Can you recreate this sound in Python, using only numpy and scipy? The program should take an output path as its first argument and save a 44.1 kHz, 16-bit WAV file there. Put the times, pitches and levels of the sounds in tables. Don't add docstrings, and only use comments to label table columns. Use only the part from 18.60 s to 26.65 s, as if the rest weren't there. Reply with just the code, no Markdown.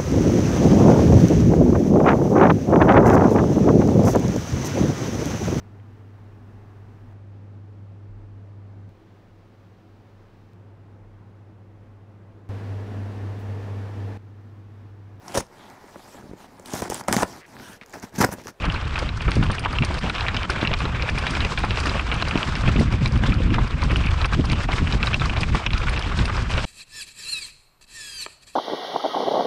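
import sys
import numpy as np
from scipy import signal
from scipy.fft import rfft, irfft, next_fast_len
from scipy.io import wavfile
from scipy.ndimage import uniform_filter1d, map_coordinates

SR = 44100
rng = np.random.default_rng(int(sys.argv[2]) if len(sys.argv) > 2 else 0)


def linear_from_db(decibels):
    return 10 ** (np.asarray(decibels, float) / 20)


def inscribe(sig):
    pcm = np.round(np.clip(np.atleast_2d(sig).T, -1, 1) * 32767)
    wavfile.write(sys.argv[1], SR, pcm.astype(np.int16))


N = 355137


def unit(x):
    return x / np.sqrt(np.mean(x ** 2) + 1e-20)


def along(points, hz):
    f, v = np.transpose(points)
    return np.interp(np.log(hz + 1), np.log(f + 1), v)


def curves(rows):
    s, *cols = np.transpose(rows)
    return [np.interp(np.arange(N) / SR, s, c) for c in cols]


def swells(rows):
    t = np.arange(N) / SR
    tracks = np.zeros((len(rows[0]) - 2, N))
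    for s, half_s, *db in rows:
        first = max(round((s - 4 * half_s) * SR), 0)
        near = slice(first, round((s + 4 * half_s) * SR))
        bell = np.exp(-((t[near] - s) / half_s) ** 2 / 2)
        tracks[:, near] += np.outer(db, bell)
    return tracks


def wobble(rate):
    knots = rng.standard_normal(int(N * rate / SR) + 4)
    return map_coordinates(knots, [np.arange(N) * rate / SR])


def coloured(x, spectrum):
    m = 2 * next_fast_len(N // 2 + 4096)
    gain = linear_from_db(along(spectrum, np.fft.rfftfreq(m, 1 / SR)))
    cep = irfft(np.log(gain + 1e-6), m)
    cep[1:m // 2] *= 2
    cep[m // 2 + 1:] = 0
    return unit(irfft(rfft(x, m) * np.exp(rfft(cep)), m)[:N])


def even(x, span_s):
    power = uniform_filter1d(x ** 2, size=round(span_s * SR))
    return unit(x / np.sqrt(np.abs(power) + 1e-9))


def patchy(x, depth_db):
    z = signal.stft(x, nperseg=256)[2]
    field = uniform_filter1d(rng.standard_normal(z.shape), size=5, axis=0)
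    field = uniform_filter1d(field, size=7, axis=1)
    return unit(signal.istft(z * linear_from_db(depth_db * unit(field)), nperseg=256)[1][:N])


def grains(rate, centre_hz, octaves, cycles, spread_db):
    when, pitch, size = rng.random((3, int(rate * N / SR), 1))
    hz = centre_hz * 2 ** (octaves * (2 * pitch - 1))
    k = np.arange(96)
    turns = hz * k / SR
    ring = np.sin(2 * np.pi * turns) * np.exp(-turns / cycles)
    onset = 1 - np.exp(-10 * turns)
    wave = ring * onset * linear_from_db(-spread_db * np.log(size + 0.07))
    place = (when * N).astype(int) + k
    return unit(np.bincount(place.ravel(), wave.ravel(), minlength=N)[:N])


def add(track, s, sound):
    part = track[round(s * SR):][:len(sound)]
    part += sound[:len(part)]


def contact(length_s, rattle, rattle_s):
    t = np.arange(SR // 16) / SR
    wait, weaker = rng.random(2)
    since_bounce = np.abs(t - 0.003 - 0.0034 * wait)
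    rough = 0.5 * np.exp(-t / length_s)
    rough += 0.47 * weaker * np.exp(-since_bounce / length_s)
    rough += rattle * np.exp(-t / rattle_s)
    return 0.83 * (t == 0) + rough * rng.standard_normal(len(t)) / np.sqrt(length_s * SR)


def resonate(x, modes, soft_hz):
    m = next_fast_len(len(x) + 2048)
    f = np.fft.rfftfreq(m, 1 / SR)
    body = 0
    for k, (hz, wide, db) in enumerate(modes):
        body = body + (-1) ** k * linear_from_db(db) * 1j * f / (hz * hz - f * f + 1j * f * wide)
    softened = body / (1 + 1j * f / soft_hz) ** 3
    return irfft(rfft(x, m) * softened * SR / (2 * np.pi), m)[:len(x)]


def struck(modes):
    scatter_db = 2.8
    return [(hz, wide, db + scatter_db * rng.standard_normal()) for hz, wide, db in modes]


def shaking(hits, rise_s, fall_s):
    load = np.zeros(N)
    t = np.arange(SR // 8) / SR
    for s, db, *_ in hits:
        add(load, s, linear_from_db(db + 11.0) * np.minimum(t / rise_s, 1) * np.exp(-t / fall_s))
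    return load


# f/Hz, level/dB (per Hz)
GRIT_COLOUR = [(210, -10), (350, 0.5), (791, -5), (1110, 1.5), (1590, -0.5), (1920, -5), (2410, -1.5),
               (3650, -11), (4930, -24), (7000, -49), (9100, -56), (15400, -120)]
# f/Hz, level/dB (per Hz)
LEAF_COLOUR = [(1500, -21.5), (3500, -4), (5000, -2), (6500, -8), (8300, -10.5), (8900, -18),
               (11500, -24.5), (13500, -42), (15500, -89)]
# t/s, crunch level/dB, leaf level/dB (against the crunch)
GROUND_COVER = [(0.0, -31.5, -25.5), (0.73, -32, -23.5), (1.46, -28, -22.5), (2.2, -31.5, -24),
                (2.93, -26, -22), (3.66, -27.5, -22), (4.39, -32, -22), (5.12, -31.5, -24.5),
                (5.85, -29.5, -21.5), (6.59, -27.5, -21), (7.32, -30, -22), (8.05, -28, -18.5)]
# t/s, half length/s, change/dB
LOOSE_PATCHES = [(0.055, 0.018, 7.5), (0.394, 0.01, 6), (0.539, 0.03, -6.5), (0.913, 0.015, 2.5),
                 (1.093, 0.015, -2.5), (1.202, 0.011, -12), (1.402, 0.01, -11), (1.916, 0.061, 1),
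                 (2.025, 0.025, 4), (2.544, 0.014, -4.5), (2.943, 0.042, -4), (3.083, 0.08, -5.5),
                 (3.432, 0.016, -8), (4.086, 0.018, 7), (4.46, 0.013, 2), (4.664, 0.028, 4),
                 (5.158, 0.0087, -5), (5.627, 0.027, 3), (5.832, 0.037, -8), (6.066, 0.0089, -9),
                 (6.246, 0.017, -6.5), (6.376, 0.017, -5.5), (6.575, 0.023, -13), (6.71, 0.015, -6),
                 (6.854, 0.018, -10.5), (6.914, 0.0068, -10), (7.089, 0.014, -15.5), (7.862, 0.042, -5)]
# t/s, change/dB
CRUNCH_RIPPLES = [(3.883, 0), (0.154, 5), (0.424, 7), (0.543, 4), (0.618, 1), (0.964, -3.5), (1.072, -8),
                  (3.163, 7), (1.281, -5), (1.482, -2.5), (1.521, -10.5), (1.704, -7), (1.869, -1.5),
                  (1.965, 5), (2.163, -5), (4.378, -4.5), (3.03, 0), (3.409, -3), (3.569, 2), (3.639, -11),
                  (3.819, 0), (4.001, -4), (4.085, -2), (4.259, -0.5), (4.303, 4), (4.426, 5), (4.491, -7),
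                  (4.547, -2), (4.8, 2.5), (4.768, -6), (4.838, -6), (4.971, 3.5), (5.27, -4), (5.372, -1),
                  (5.511, -1.5), (5.566, 0), (5.669, -11), (5.041, 0), (6.495, -8), (6.635, -6.5),
                  (6.795, 1.5), (7.014, -3.5), (7.157, -4), (7.334, 3.5), (7.466, 0.5), (7.737, 1),
                  (7.844, 5), (7.895, 3), (8.011, 0)]
# t/s, change/dB
LEAF_RUSTLES = [(0.28, 11), (0.574, 11), (0.815, 6), (0.952, 13), (1.864, 6), (3.161, 3), (4.124, 8),
                (4.674, 11.5), (5.184, 7), (7.577, 7), (7.976, 8)]


def tyres(dull):
    load = shaking(dull + STONE_THUMPS + PEBBLE_HITS, rise_s=0.0015, fall_s=0.014)
    clump_db = 1.87 * wobble(25) + 1.9 * wobble(80)

    hiss = patchy(coloured(rng.standard_normal(N), GRIT_COLOUR), depth_db=3.0)
    stones = grains(700, centre_hz=1610, octaves=1.26, cycles=1.7, spread_db=4.5)
    grit = even(linear_from_db(clump_db) * (hiss + 0.68 * stones), span_s=0.089)

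    snaps = grains(1500, centre_hz=7900, octaves=1.74, cycles=1.0, spread_db=-4.0)
    crackle = coloured(rng.standard_normal(N) + 0.51 * snaps, LEAF_COLOUR)
    leaves = unit(linear_from_db(0.89 * clump_db + 2.2 * wobble(30)) * crackle)

    crunch_db, cover_db = curves(GROUND_COVER)
    ripples = [(s, 0.0082, db) for s, db in CRUNCH_RIPPLES]
    patch_db, = swells(LOOSE_PATCHES + ripples)
    rustle_db, = swells([(s, 0.004, db) for s, db in LEAF_RUSTLES])
    near_leaves = linear_from_db(0.83 * patch_db + rustle_db)
    cover = (near_leaves + 0.28) * (1 + 0.15 * load)

    grit_level = linear_from_db(crunch_db + patch_db - 3.0) * (1 + 1.38 * load)
    return grit_level * grit + linear_from_db(crunch_db + cover_db + 4) * cover * leaves


# t/s, level/dB
AIRFLOW = [(0.0, -29.5), (0.89, -26.5), (1.79, -28.5), (2.68, -24.5), (3.58, -27), (4.47, -18.5),
           (5.37, -19), (6.26, -24.5), (7.16, -24), (8.05, -26)]
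# f/Hz, level/dB (per Hz)
BUFFET_COLOUR = [(10, -13), (30, -1), (60, 2.5), (110, -4), (170, -17), (300, -37.5), (700, -73.5)]
# f/Hz, level/dB (per Hz)
FLUTTER_COLOUR = [(60, -11), (120, 2.5), (220, -3), (330, -12.5), (500, -26), (900, -38), (2000, -99)]
# t/s, half length/s, push/dB, flutter/dB
WIND_GUSTS = [(0.08, 0.022, 7, 14), (0.683, 0.014, 9.5, 9.5), (0.738, 0.012, -13, -15),
              (0.793, 0.072, 7.5, 14), (0.988, 0.082, -4.5, -2), (1.217, 0.019, 5.5, 15),
              (1.541, 0.031, -5.5, -2.5), (1.866, 0.017, -22, -2), (2.03, 0.022, -15, 6.5),
              (2.684, 0.041, -9, -0.5), (2.948, 0.04, -4, -0.5), (3.751, 0.027, -8, 6),
              (3.841, 0.027, -12, 0), (4.071, 0.026, 4, 8), (4.185, 0.024, 3.5, 14.5),
              (5.098, 0.024, -10, -10), (5.198, 0.029, -8, -8.5), (5.557, 0.096, 2, -12),
              (5.687, 0.021, -3.5, -15), (5.802, 0.084, -1, 7), (6.016, 0.014, -6, -11),
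              (6.221, 0.027, 5.5, 1), (6.346, 0.014, 6.5, 16.5), (6.62, 0.022, 3.5, 5),
              (6.944, 0.04, 5.5, 6), (7.019, 0.037, -11, -7), (7.423, 0.024, -4, -11), (7.603, 0.021, 5, 7)]
# t/s, push/dB, flutter/dB
WIND_EDDIES = [(0.112, 0, -9), (0.62, -7, -8), (0.895, 5.5, 8), (0.959, -3, -10), (1.443, 0, 13),
               (1.496, -8, 4), (1.69, 2.5, -6), (1.762, -7, 9), (2.116, 5.5, 6), (2.243, -2, 9),
               (2.294, -1.5, 7.5), (2.472, -12, 0), (4.415, -5, 7.5), (2.775, 4.5, 7), (7.07, 1, 7),
               (3.618, -13, 5), (3.78, 11, -11), (3.976, -10, 3), (4.325, -7, 5.5), (4.499, 0, -4.5),
               (4.636, -3, 7.5), (4.747, -6, 1.5), (4.92, -4, 8), (5.22, 5, 6), (5.459, -4, 13),
               (5.609, -2, 8.5), (5.785, 4, 1), (5.86, 3.5, -13), (5.928, 3, 5), (6.219, -3, 9),
               (6.482, 0.5, -1), (6.842, 1.5, -2), (6.97, -9, 2), (7.14, 8.5, -1), (7.294, 3.5, -18),
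               (7.549, 8, -5), (7.685, 5.5, -7), (7.835, 6, 4.5), (7.95, 5.5, -12), (8.048, 2.5, -7)]


def wind():
    air_db, = curves(AIRFLOW)
    mean_db = air_db.mean()
    eddies = [(s, 0.012, push, whip) for s, push, whip in WIND_EDDIES]
    push_db, whip_db = swells(WIND_GUSTS + eddies)
    lumps = wobble(16)
    buffet = linear_from_db(1.04 * lumps) * coloured(rng.standard_normal(N), BUFFET_COLOUR)
    buffet = even(buffet, span_s=0.15)
    flutter = linear_from_db(1.3 * lumps + 3.8 * wobble(35)) * coloured(rng.standard_normal(N), FLUTTER_COLOUR)
    flutter = even(flutter, span_s=0.16)
    buffet_db = mean_db + 0.76 * (air_db - mean_db) + push_db + 0.6
    flutter_db = -31 + 1.13 * (air_db - mean_db) + whip_db
    return linear_from_db(buffet_db) * buffet + linear_from_db(flutter_db) * flutter


# t/s, dull level/dB, hard level/dB
FULL_STRIKES = [(1.049, -17, -34), (1.223, -14.5, -29), (1.6834, -11, -20.5), (1.7447, -18.5, -26),
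                (1.766, -16, -23), (2.073, -13, -21), (2.1153, -18, -38), (2.2035, -22, -31.5),
                (2.423, -18, -20.5), (2.7518, -17, -39), (3.1723, -15.5, -27), (3.27, -19, -32.0),
                (3.2956, -33, -19), (3.3942, -15, -42), (3.5157, -14, -30), (3.6236, -13, -20),
                (3.71, -15, -41), (3.7754, -18, -25), (3.8293, -20, -37), (4.459, -15.5, -17.5),
                (5.93, -25, -30), (6.4287, -12, -20), (6.4708, -17, -18), (6.5429, -8, -21),
                (7.0634, -10.5, -26), (7.283, -20, -45), (7.375, -17.5, -26), (7.589, -17.5, -21),
                (7.9382, -19, -24.5), (7.978, -16, -27)]
# t/s, peak level/dB
DULL_CLACKS = [(0.1, -18), (0.3788, -19), (0.7163, -18), (0.9825, -17.5), (1.1853, -12), (1.833, -21),
               (2.05, -15), (2.131, -16.5), (2.489, -12), (2.5772, -17), (2.667, -13), (2.848, -16.5),
               (2.975, -16), (3.107, -15.5), (4.5575, -23), (4.076, -15.5), (4.1614, -20), (4.939, -20),
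               (5.359, -10), (5.4686, -17.5), (5.645, -14.5), (6.1304, -17.5), (6.183, -18.5),
               (6.2724, -17.5), (6.5306, -14), (6.619, -16.5), (6.696, -15), (6.7645, -17), (6.8322, -12.5),
               (6.953, -16.5),
               (0.357, -17.5), (0.607, -18.5), (0.6787, -21), (0.826, -24), (0.93, -28), (1.4333, -21),
              (1.582, -19), (1.665, -16.5), (2.348, -21), (2.396, -21), (3.338, -22.5), (4.6565, -20),
              (4.722, -17.5), (4.819, -23), (4.9038, -24), (5.297, -23), (5.439, -19), (5.913, -17),
              (6.0856, -23), (7.1057, -18), (7.164, -24), (7.267, -29)]
# t/s, peak level/dB
HARD_SNAPS = [(0.0199, -32), (0.342, -32), (0.4904, -26), (1.1857, -28), (1.3833, -29), (1.497, -22),
              (1.5505, -25), (1.608, -19.5), (2.0137, -24.5), (2.1382, -16.5), (0.2125, -31),
              (2.2536, -27.5), (2.805, -20.5), (3.1073, -20), (3.9537, -22.5), (4.3243, -28.5),
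              (4.9423, -23), (5.22, -23.5), (5.615, -23), (5.6441, -31), (5.733, -24), (5.85, -34),
              (5.899, -21.5), (6.004, -27), (6.324, -19.5), (6.5974, -24), (6.771, -23.5), (7.1333, -21.5),
              (7.177, -29), (7.912, -32)]


def strikes():
    knocks = [(s, db + 1.0) for s, db, *_ in FULL_STRIKES + DULL_CLACKS]
    return knocks + [(s, db + 4) for s, db in HARD_SNAPS]


# f/Hz, width/Hz, level/dB
FRAME_MODES = [(1500, 480, -2), (2370, 177, 0.5), (2750, 320, 4), (3330, 560, 1.5)]
# f/Hz, width/Hz, level/dB
FRAME_TOP_MODES = [(3944, 200, -1), (5350, 600, -0.5), (7500, 2500, -30)]


def clacks(dull):
    track = np.zeros(N)
    for s, db in dull:
        blow = contact(0.0011, rattle=0.32, rattle_s=0.0053)
        knock = resonate(blow, struck(FRAME_MODES), soft_hz=3850)
        add(track, s, linear_from_db(db) * knock / np.abs(knock).max())
    for s, db in HARD_SNAPS + [(s, db + 1.0) for s, _, db in FULL_STRIKES]:
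        blow = contact(0.00037, rattle=0.24, rattle_s=0.0013)
        snap = resonate(blow, struck(FRAME_TOP_MODES), soft_hz=5150)
        add(track, s, linear_from_db(db + 2.0) * snap / np.abs(snap).max())
    return track


# t/s, peak level/dB
TWIG_SNAPS = [(0.0199, -16), (0.0997, -17), (0.7177, -9), (0.847, -21), (0.8654, -17), (0.931, -15.5),
              (1.771, -11), (1.7953, -18), (1.8315, -11.5), (2.178, -20), (2.676, -13), (2.7508, -13),
              (3.6521, -17), (3.7559, -11), (3.8302, -6), (5.7468, -15), (5.8102, -20), (5.9309, -11),
              (6.12, -11), (7.4245, -13), (7.9194, -14)]
# f/Hz, width/Hz, level/dB
TWIG_MODES = [(3000, 450, 1.5), (5440, 2500, -8)]


def twigs():
    track = np.zeros(N)
    t = np.arange(SR // 100) / SR
    for s, db in TWIG_SNAPS:
        crack = np.exp(-t / 0.00047) * rng.standard_normal(len(t))
        click = resonate(crack, TWIG_MODES, soft_hz=6000)
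        add(track, s, linear_from_db(db - 5) * click / np.abs(click).max())
    return track


# t/s, peak level/dB, f/Hz
STONE_THUMPS = [(0.04, -19.5, 950), (0.38, -22, 950), (0.682, -16.5, 1250), (0.827, -17, 1250),
                (0.899, -16, 1080), (1.058, -12, 1010), (1.13, -20.5, 1200), (1.235, -20, 1050),
                (1.5, -21, 1420), (1.897, -16.5, 1380), (2.253, -17.5, 1000), (2.577, -20, 1170),
                (2.636, -19.5, 1490), (3.037, -9, 1040), (3.254, -17, 1200), (3.344, -17, 1170),
                (3.7565, -17, 1000), (4.036, -19, 1110), (4.636, -17.5, 980), (4.983, -13.5, 1060),
                (5.229, -18.5, 1080), (5.649, -16, 1210), (5.724, -20, 1110), (5.841, -18, 1020),
                (6.089, -14, 890), (6.474, -20, 1100), (6.617, -17, 1370), (6.947, -15.5, 1070),
                (7.696, -18, 1190), (7.776, -18.5, 1070)]
# t/s, peak level/dB
WHEEL_DROPS = [(0.68, -19.5), (0.767, -14), (1.302, -18), (2.028, -17.5), (3.268, -21.5), (3.755, -13),
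               (4.158, -18), (4.21, -11), (4.684, -16), (4.803, -21), (5.33, -20), (5.794, -13.5),
               (6.338, -23)]
# f/Hz, width/Hz, level/dB
FORK_MODES = [(127, 210, -3), (260, 78, 2.5), (560, 520, 3), (880, 590, -3)]


def thumps():
    track, drops = np.zeros((2, N))
    for s, db, hz in STONE_THUMPS:
        shell = [(0.25 * hz, 300, -9), (hz, 300, 2.5), (1.87 * hz, 600, -2.5)]
        blow = contact(0.00037, rattle=0.5, rattle_s=0.0083)
        add(track, s, linear_from_db(db + 0.5) * resonate(blow, shell, soft_hz=3740))
    for s, db in WHEEL_DROPS:
        add(drops, s, linear_from_db(db + 4.0) * contact(0.0015, rattle=0.26, rattle_s=0.015))
    return track + resonate(drops, FORK_MODES, soft_hz=3000)


# t/s, ring level/dB, click level/dB
CHAIN_SLAPS = [(0.39, -52, -27), (0.619, -51, -35), (0.708, -49, -31), (0.755, -50, -31), (0.837, -53, -31),
               (0.9159, -45, -30), (0.994, -42, -29), (1.1272, -48, -33), (1.248, -45, -24),
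               (1.9016, -41, -26.5), (2.585, -46, -26.5), (2.708, -46, -29), (2.849, -53, -29.5),
               (2.9876, -46, -30), (3.202, -47, -26.5), (3.2584, -46, -31), (3.5408, -52, -33),
               (3.6844, -46, -28.5), (3.7958, -52, -44), (4.1982, -45, -32), (4.476, -52, -32),
               (5.2372, -51, -29.5), (5.367, -51, -29.5), (5.918, -45, -29), (6.657, -52, -26.5),
               (6.8084, -45, -30), (6.952, -50, -28), (7.2956, -47, -31), (7.393, -47, -32.5),
               (7.655, -42, -28)]
# t/s, ring level/dB
CHAIN_TICKS = [(0.0535, -44), (0.1226, -48), (1.3423, -45.5), (1.3876, -43.5), (2.1884, -44.5),
               (2.4974, -42.5), (2.6678, -47), (2.817, -49), (3.049, -46), (3.1123, -50), (3.3568, -52),
               (3.412, -50), (3.4675, -50), (3.9639, -50), (4.325, -49), (4.5221, -48), (4.575, -49),
               (4.664, -46), (4.7416, -47.5), (4.9438, -48), (5.0757, -48.5), (5.3156, -48), (5.4615, -43),
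               (5.657, -41), (5.7327, -47), (5.854, -40), (6.0344, -45.5), (6.4606, -41), (7.179, -40.5),
               (7.9114, -44)]
# f/Hz, width/Hz, level/dB
LINK_MODES = [(8970, 170, 4.5), (15000, 300, -3)]
# f/Hz, width/Hz, level/dB
CLICK_MODES = [(4780, 790, 9.5), (7300, 3000, -15), (10000, 2500, -26)]


def chain():
    links, clicks = np.zeros((2, N))
    slaps = [(s, ring_db + 8.1, click_db + 5) for s, ring_db, click_db in CHAIN_SLAPS]
    ticks = [(s, db, db + 17.0) for s, db in CHAIN_TICKS]
    for s, ring_db, click_db in slaps + ticks:
        add(links, s, linear_from_db(ring_db + 0.5) * contact(0.00013, rattle=0.11, rattle_s=0.0097))
        add(clicks, s, linear_from_db(click_db) * contact(0.00051, rattle=0.54, rattle_s=0.0048))
    ring = resonate(links, LINK_MODES, soft_hz=30000)
    return ring + resonate(clicks, CLICK_MODES, soft_hz=6950)


# t/s, peak level/dB, f/Hz
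PEBBLE_HITS = [(1.439, -21, 480), (0.141, -24, 4050), (0.159, -21, 2360), (2.43, -20, 503),
               (4.589, -27, 510), (1.304, -21, 960), (1.425, -21, 1720), (1.651, -19.5, 620),
               (5.298, -21, 480), (1.959, -23, 1150), (1.958, -25, 1530), (2.026, -18, 1550),
               (2.11, -19.5, 675), (2.202, -19, 1050), (2.217, -21, 650), (4.51, -26, 520),
               (7.212, -26, 474), (2.676, -24, 3800), (2.919, -18.5, 1050), (3.351, -20, 560),
               (3.031, -23, 2400), (3.032, -27, 3710), (3.562, -35, 6270), (3.598, -17, 2600),
               (3.819, -22, 1120), (3.82, -26, 1380), (3.825, -29, 3550), (3.92, -22.5, 1410),
               (3.968, -19, 1650), (4.031, -24, 2440), (4.037, -25, 516), (4.191, -15.5, 2160),
               (4.336, -21, 2360), (4.73, -18, 1460), (5.301, -29, 1250), (5.304, -24, 1790),
               (5.306, -19, 2380), (5.453, -20, 2190), (5.484, -23, 2360), (5.539, -22, 1030),
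               (5.645, -31, 5060), (6.54, -25, 5500), (6.61, -19, 3540), (6.65, -18, 1100),
               (6.796, -29, 1180), (6.799, -33, 2440), (7.038, -24, 2400), (7.062, -22.5, 5460),
               (7.065, -24, 1030), (7.215, -20, 2390), (7.267, -18, 1450), (7.361, -19, 2560),
               (7.363, -26, 3830), (7.514, -22, 1150), (7.653, -16.5, 2630), (7.971, -17, 570),
               (7.765, -23, 4800), (7.898, -27, 1020)]


def pebbles():
    track = np.zeros(N)
    t = np.arange(SR // 16) / SR
    for s, db, hz in PEBBLE_HITS:
        grind = t * np.exp(-t / 0.0019) * rng.standard_normal(len(t))
        modes = [(hz, hz / 16 + 50, 0), (1.22 * hz, hz / 2.8, -9)]
        ring = resonate(grind, modes, soft_hz=9000)
        add(track, s, linear_from_db(db - 3.0) * ring / np.abs(ring).max())
    return track


# t/s, ring level/dB
FAINT_TICKS = [(1.495, -51), (1.834, -51), (5.847, -51), (6.136, -46), (6.946, -49), (7.114, -50),
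               (7.574, -47), (7.647, -48), (7.969, -49)]


def faint_ticks():
    links = np.zeros(N)
    for s, db in FAINT_TICKS:
        add(links, s, linear_from_db(db + 3.0) * contact(0.0004, rattle=0.15, rattle_s=0.004))
    return resonate(links, LINK_MODES, soft_hz=30000)


# f/Hz, time to fall by 60 dB/s
TRAIL_ECHO = [(300, 0.022), (2000, 0.021), (9000, 0.017)]


def scatter(x):
    hz, t, z = signal.stft(rng.standard_normal(SR // 6), SR, nperseg=128)
    decay = linear_from_db(-60 * t / along(TRAIL_ECHO, hz)[:, None])
    tail = signal.istft(z * decay, SR, nperseg=128)[1]
    return signal.fftconvolve(x, tail / np.linalg.norm(tail))[:N]


def scene():
    dull = strikes()
    bike = clacks(dull) + thumps() + chain()
    whole = bike + linear_from_db(-23) * scatter(bike)
    whole = whole + tyres(dull) + wind() + pebbles() + faint_ticks() + twigs()
    fade_out = np.minimum(np.arange(N)[::-1] / 100, 1)
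    return (whole * fade_out)[None]


def roll_off(x):
    return signal.sosfilt(signal.butter(12, 15570, fs=SR, output="sos"), x)


def record(dry):
    bent = dry / (1 + np.abs(dry / 0.6) ** 4) ** (1 / 4)
    housing = signal.butter(N=4, Wn=10500, fs=SR, output="sos")
    mix = signal.sosfilt(housing, bent)
    return roll_off(mix)


dry = scene()
out = record(dry)
inscribe(out)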